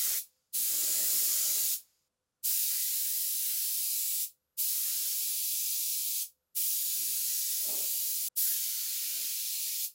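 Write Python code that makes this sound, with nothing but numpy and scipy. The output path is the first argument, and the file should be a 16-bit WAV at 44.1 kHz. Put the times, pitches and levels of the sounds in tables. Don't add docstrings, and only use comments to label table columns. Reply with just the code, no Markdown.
import sys
import numpy as np
from scipy import signal
from scipy.fft import irfft, next_fast_len
from scipy.io import wavfile
from scipy.ndimage import uniform_filter1d

SR = 44100
rng = np.random.default_rng(int(sys.argv[2]) if len(sys.argv) > 2 else 0)


def store_wav(level_fs):
    pcm = np.round(np.clip(np.atleast_2d(level_fs), -1, 1) * 32767)
    wavfile.write(sys.argv[1], SR, pcm.T.astype(np.int16))


N = 438354
T = np.arange(N) / SR
SIZE, HOP = 1024, 256
FRAME_S = np.arange(N // HOP + 5) * HOP / SR
NOW = FRAME_S[:, None]
HZ = np.fft.rfftfreq(SIZE, 1 / SR)
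FINE_HZ = np.arange(0, 2000, SR / next_fast_len(N))


def amp(db):
    return 10 ** (np.asarray(db) / 20)


def spectrum(points):
    hz, db = np.transpose(points)
    return amp(np.interp(np.log(HZ + 1), np.log(hz + 1), db))


def bell(hz, width_hz, axis=HZ):
    return 1 / (1 + ((axis - hz) / (.78 * width_hz)) ** 2)


def unit(shape, lo=0, hi=SR):
    band = (HZ >= lo) & (HZ <= hi)
    return shape / np.sqrt(np.sum(shape[..., band] ** 2, -1, keepdims=True) + 1e-20)


def gaussian(shape):
    return rng.standard_normal((*shape, 2)).view(complex)[..., 0]


def patches(frames, bins):
    z = rng.standard_normal((len(FRAME_S), len(HZ)))
    z = uniform_filter1d(uniform_filter1d(z, frames, 0), bins, 1, mode="wrap")
    return z / z.std()


def noise(magnitude):
    spectra = magnitude * gaussian((len(FRAME_S), len(HZ)))
    frames = irfft(spectra, SIZE) * signal.windows.hann(SIZE, sym=False) * SIZE / np.sqrt(6)
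    overlap = SIZE // HOP
    return sum(np.pad(frames[k::overlap].ravel(), (k * HOP, SIZE))[SIZE // 2:][:N]
               for k in range(overlap))


def steady(shape):
    x = irfft(gaussian(FINE_HZ.shape) * shape, next_fast_len(N))[:N]
    return x / x.std()


def swell(on_s, hold_s, db, rise_db_per_s, fall_db_per_s):
    rise_db = rise_db_per_s * np.maximum(on_s - NOW, 0)
    fall_db = fall_db_per_s * np.maximum(NOW - on_s - hold_s, 0)
    return amp(db - rise_db - fall_db) ** 2 * (pass_at(NOW) == pass_at(on_s))


def blend(powers, values):
    return sum(power * value for power, value in zip(powers, values)) / sum(powers)


# f/Hz, relative level/dB
FAN_AIR = [(20, -10), (45, -5), (80, 0), (100, -4.5), (125, 1.5), (190, -1), (350, -7.5), (560, -5.5),
           (750, -9.5), (1300, -8.5), (2000, -16), (6000, -14.5), (12000, -17.5), (14000, -32.5)]
# f/Hz, bandwidth/Hz, level/dB
FAN_TONES = [(73.8, 6.9, -99), (510, 5.9, -94.5), (1457, 70, -107)]

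def extractor(air_db=-87, draught_db=-101, draught_hz=90):
    tones = sum(amp(db) * steady(bell(hz, width, FINE_HZ)) for hz, width, db in FAN_TONES)
    draught = amp(draught_db) * steady(bell(0, draught_hz, FINE_HZ))
    air = noise(amp(air_db) * unit(spectrum(FAN_AIR)))
    return tones + air + np.array([draught, -draught])


# f/Hz, relative level/dB
LEAK_SPECTRUM = [(600, -9.5), (2000, -9.5), (4200, -4), (5000, 3.5), (5800, -4), (6900, 3), (8500, -8),
                 (9600, -1.5), (11000, -12), (11800, 1), (12500, -4), (13200, -18), (15800, -8)]
# start t/s, end t/s, initial level/dB before gain
LEAKS = [(0.197, 0.53, -70), (1.756, 2.081, -66), (4.25, 4.56, -87), (6.23, 6.54, -88)]

def leak(gain_db=2, fall_db_per_s=54, whistle_hz=11850, whistle_width_hz=600, whistle_db=-89):
    envelope = sum(((NOW > start) & (NOW < end)) * amp(db - fall_db_per_s * abs(NOW - start))
                   for start, end, db in LEAKS)
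    hiss = unit(spectrum(LEAK_SPECTRUM)) * envelope * amp(gain_db)
    near = (NOW > 3) & (NOW < 7)
    whistle = near * amp(whistle_db) * unit(bell(whistle_hz, whistle_width_hz))
    return noise(np.hypot(hiss, whistle))


# t/s, level/dB, half-length/s, corner f/Hz
PUFFS = [(4.92, -73, 0.066, 220), (8.85, -75, 0.028, 180)]

def puffs():
    out = np.zeros(N)
    for s, db, half_s, corner_hz in PUFFS:
        span = abs(T - s) < 3 * half_s
        window = np.exp(-((T[span] - s) / half_s) ** 2)
        band = (FINE_HZ / (FINE_HZ + corner_hz)) ** 2 / (1 + (FINE_HZ / corner_hz) ** 4)
        wind = window * steady(band)[span]
        out[span] += amp(db) * wind * np.linalg.norm(window) / np.linalg.norm(wind)
    return out


# t/s, tick gain/dB, pop gain/dB
SPITS = [(0.055, -20, -38), (.094, -17, -36.5)]

def spits(tick_hz=9000, tick_s=.00015, travel_s=.024, push_s=.00023):
    out = 0
    for s, tick_db, pop_db in SPITS:
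        tick = np.exp(-((T - s) / tick_s) ** 2) * np.sin(2 * np.pi * tick_hz * (T - s))
        age = np.maximum(T - s - travel_s, 0) / push_s
        pop = age * (2 - age * .8) * np.exp(-age)
        out = out + amp(tick_db) * tick + amp(pop_db) * pop
    return out


# f/Hz, relative level/dB
RUMBLE = [(30, -32), (160, -17), (245, -5.5), (265, -3.5), (350, -1), (435, -7), (455, -8), (690, -3),
          (730, -7.5), (880, -4.5), (930, -14), (1120, -12), (1800, -36)]
# f/Hz, relative level/dB
RUSH = [(40, -6.5), (100, -5), (130, 5), (170, 5), (400, -8), (900, 4.5), (1350, 15), (1800, 1.5),
        (4000, -12)]
# f/Hz, bandwidth/Hz, relative level/dB
CAVITY_MODES = [(198, 14, -15), (345, 29, -17), (411, 14, -11.5), (579.5, 29, -13), (616, 26, -9.5),
                (866, 30, -21.5)]
# fully on t/s, hold/s, drive level/dB, rise/(dB/s), fall/(dB/s),
# favoured f/Hz, loss away from it/(dB/octave)
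GUSTS = [(0.07, 0.089, -54.5, 357.5, 206, 603, 6.5), (.87, .17, -49, 31.5, 25, 260, 3.5),
         (1.416, 0.19, -55.5, 39, 96.5, 420, 0.5), (3.017, 0.17, -59.5, 350, 35, 290, 12.5),
         (3.418, .05, -60.5, 80, 23, 340, 9), (4.91, 0.093, -63.5, 199, 34, 328, 2),
         (5.242, 0.032, -65.5, 60, 80, 450, 5), (6.985, 0.092, -56, 171, 130, 260, 10),
         (7.29, 0.03, -67, 150, 110, 600, 1.5), (7.705, 0.092, -47, 133, 113, 490, 3),
         (8.025, .02, -64.5, 130, 90, 600, 2), (8.19, 0.032, -68, 120, 113, 400, 1.5),
         (9.05, .005, -61, 450, 600, 400, 11), (9.137, 0.083, -58, 280, 170, 400, 7),
         (9.6, 0.12, -75.5, 12, 34, 420, 1)]

def buffet(stream_db=-79.5, onset_db=-75, hard_db=-56, brighten=.14, flutter_db=2, patchy_db=3,
           body_db=-10.5, cavity_db=-1, rush_db=-77, rush_onset_db=-81):
    powers = [swell(*row[:5]) + 1e-20 for row in GUSTS]
    level_db = 10 * np.log10(sum(powers) + amp(stream_db) ** 2)
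    favoured_hz, loss_db = (blend(powers, column) for column in np.transpose(GUSTS)[5:])
    gusts_db = flutter_db * patches(frames=5, bins=200)[:, :1]
    force = amp(level_db + gusts_db) / np.sqrt(1 + amp(onset_db - level_db) ** 4)
    flow = amp(rush_db) / np.sqrt(1 + amp(rush_onset_db - level_db) ** 2)

    def shedding(hz):
        octaves_away = np.minimum(abs(np.log2((hz + 1) / favoured_hz)), 1.5)
        tilt_db = brighten * (level_db - hard_db) * np.log2(np.clip(hz / 400, .6, 2.5))
        return force * amp(tilt_db - loss_db * octaves_away)

    body = unit(spectrum(RUMBLE), 150, 750) * shedding(HZ)
    air = np.hypot(amp(body_db) * body, flow * unit(spectrum(RUSH)))
    ring = 0
    for hz, width, db in CAVITY_MODES:
        drive = np.interp(T, FRAME_S, shedding(hz)[:, 0])
        ring = ring + amp(db + cavity_db) * steady(bell(hz, width, FINE_HZ)) * drive
    flicker = amp(patchy_db * patches(frames=14, bins=3))
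    return (noise(air * flicker) + ring) * bursts(lag_s=.0018, lead_s=.002)


# f/Hz, relative level/dB
SPLASH_SPECTRUM = [(1000, -4), (1500, -0.5), (1750, -1), (1900, 2.5), (2150, 4), (2400, -3), (3200, -12)]
# fully on t/s, hold/s, level/dB, rise/(dB/s), fall/(dB/s),
# lower cutoff f/Hz when fully on
SWEEPS = [(.07, 0.1, -53.5, 112, 199, 1040), (.76, 0.74, -58, 42, 22, 1095),
          (2.477, 0.037, -61.5, 200, 121, 1150), (2.6, 0.38, -63, 30, 15, 1480),
          (2.72, 0.034, -58.5, 89, 80, 1120), (3.4, .15, -65, 15, 15, 1420),
          (4.79, 0.15, -62.5, 60, 27, 1110), (6.62, .04, -68, 100, 130, 1750),
          (7.1, 0.59, -67, 13, 11, 1340), (8.478, 0.055, -60.5, 46, 33, 1360),
          (8.946, 0.22, -63, 4, 22, 1280), (9.68, .05, -67, 30, 36, 1750)]

def splash(rim_db=-73.5, rim_cutoff_hz=1800, drop_hz_per_db=30, patchy_db=3):
    powers = [swell(*row[:5]) for row in SWEEPS]
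    cutoffs = [hz + drop_hz_per_db * (db - 10 * np.log10(power + 1e-20))
               for power, (_, _, db, _, _, hz) in zip(powers, SWEEPS)]
    rim_power = np.full_like(NOW, amp(rim_db) ** 2)
    level_db = 10 * np.log10(np.max(powers, 0) + rim_power)
    cutoff_hz = blend(np.square(powers + [rim_power]), cutoffs + [rim_cutoff_hz])
    high_pass = 1 / np.sqrt(1 + (np.clip(cutoff_hz, 1000, 1850) / (HZ + 1)) ** 40)
    shape = unit(spectrum(SPLASH_SPECTRUM) * high_pass, 1200, 2100)
    flicker_db = patchy_db * patches(frames=14, bins=3)
    return noise(shape * amp(level_db + flicker_db)) * bursts(lag_s=.0041, lead_s=.01)


# start t/s, stop t/s, fade rate/(dB/s), pressure surge/dB,
# hiss level/dB before gain, roar level/dB
PASSES = [(-.05, 0.188, 364.5, 1.5, -31, -43), (0.52, 1.743, 349, 1, -29.6, -42.5),
          (2.423, 4.24, 380, 3.9, -31, -44), (4.563, 6.227, 377.5, 3.8, -32, -43.5),
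          (6.54, 8.284, 9002, 3.5, -32, -43.9), (8.35, 9.851, 361, 10, -34.5, -43.5)]

def bursts(lag_s=0, lead_s=0, rise_s=.037):
    t, envelope = T[::32], 0
    for start, stop, fade_db_per_s, *_ in PASSES:
        rise = np.sin(np.pi / 2 * np.clip((t - start - lag_s) / rise_s, 0, 1)) ** 3
        envelope = envelope + rise * amp(-fade_db_per_s * np.maximum(t - stop + lead_s, 0))
    return np.interp(T, t, envelope)


def pass_at(s):
    starts = [row[0] for row in PASSES]
    return np.maximum(np.searchsorted(starts, s + 2 * HOP / SR) - 1, 0)


# f/Hz, relative level/dB
HISS = [(2500, -43), (4500, -17.5), (6000, -7.5), (7000, -1), (7800, -1), (8600, -4.5), (9900, 0),
        (11000, 0), (11750, 1.1), (12300, 1.1), (13150, -3), (14300, 0), (15400, 3), (16000, 0)]
# f/Hz, relative level/dB
ROAR = [(1700, -39.5), (2120, -28.5), (2290, -8.5), (2900, -5.5), (3700, -1), (4900, 2.56), (5700, 2),
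        (7000, 1), (10000, -27)]
# t/s, half-length/s, f/Hz, bandwidth/Hz, gain/dB
SWINGS = [(.08, 0.074, 7050, 1090, 3.5), (.6, .1, 6500, 2500, -2), (0.883, 0.17, 7200, 1100, 5),
          (0.86, .1, 15000, 3000, -2), (1.185, 0.12, 10500, 7000, 3), (1.5, .18, 6820, 1196, 6),
          (2.6, 0.33, 5060, 2500, 2), (3.6, .5, 7100, 1500, -1.5), (5.598, 0.38, 2600, 800, 2),
          (7.38, 0.16, 6240, 1500, 2), (8.15, 0.14, 3520, 2000, -2), (9.25, 0.42, 2400, 600, 4),
          (9.87, 0.067, 12000, 6000, 3.5)]

def jet(hiss_gain_db=-2, dip_db=-1.9, patchy_db=1.4, waver_db=.2, surge_s=.23):
    start, _, _, surge_db, hiss_db, roar_db = np.transpose(PASSES)[:, pass_at(NOW)]
    surge_db = surge_db * np.exp(-((NOW - start) / surge_s) ** 2)
    swing_db = sum(db * np.exp(-((NOW - s) / half_s) ** 2) * bell(hz, width)
                   for s, half_s, hz, width, db in SWINGS)
    hiss = unit(spectrum(HISS) * amp(dip_db * bell(hz=6800, width_hz=1300)), 8000, 15800)
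    hiss = hiss * amp(surge_db * bell(hz=15000, width_hz=9500))
    roar = unit(spectrum(ROAR), 2400, 5500)
    roar = roar * amp(waver_db * patches(frames=12, bins=200)[:, :1])
    drift = amp(swing_db + patchy_db * patches(frames=30, bins=5))
    return (noise(hiss * drift * amp(hiss_db + hiss_gain_db)) * bursts()
            + noise(roar * drift * amp(roar_db)) * bursts(lag_s=.001, lead_s=.0036))


def scene():
    return jet() + splash() + buffet() + puffs() + spits() + leak() + extractor()


def record(dry):
    low_pass = signal.firwin(801, cutoff=15880, window=("kaiser", 8), fs=SR)
    return signal.oaconvolve(dry, low_pass[None], "same", axes=1)


dry = scene()
out = record(dry)
store_wav(out)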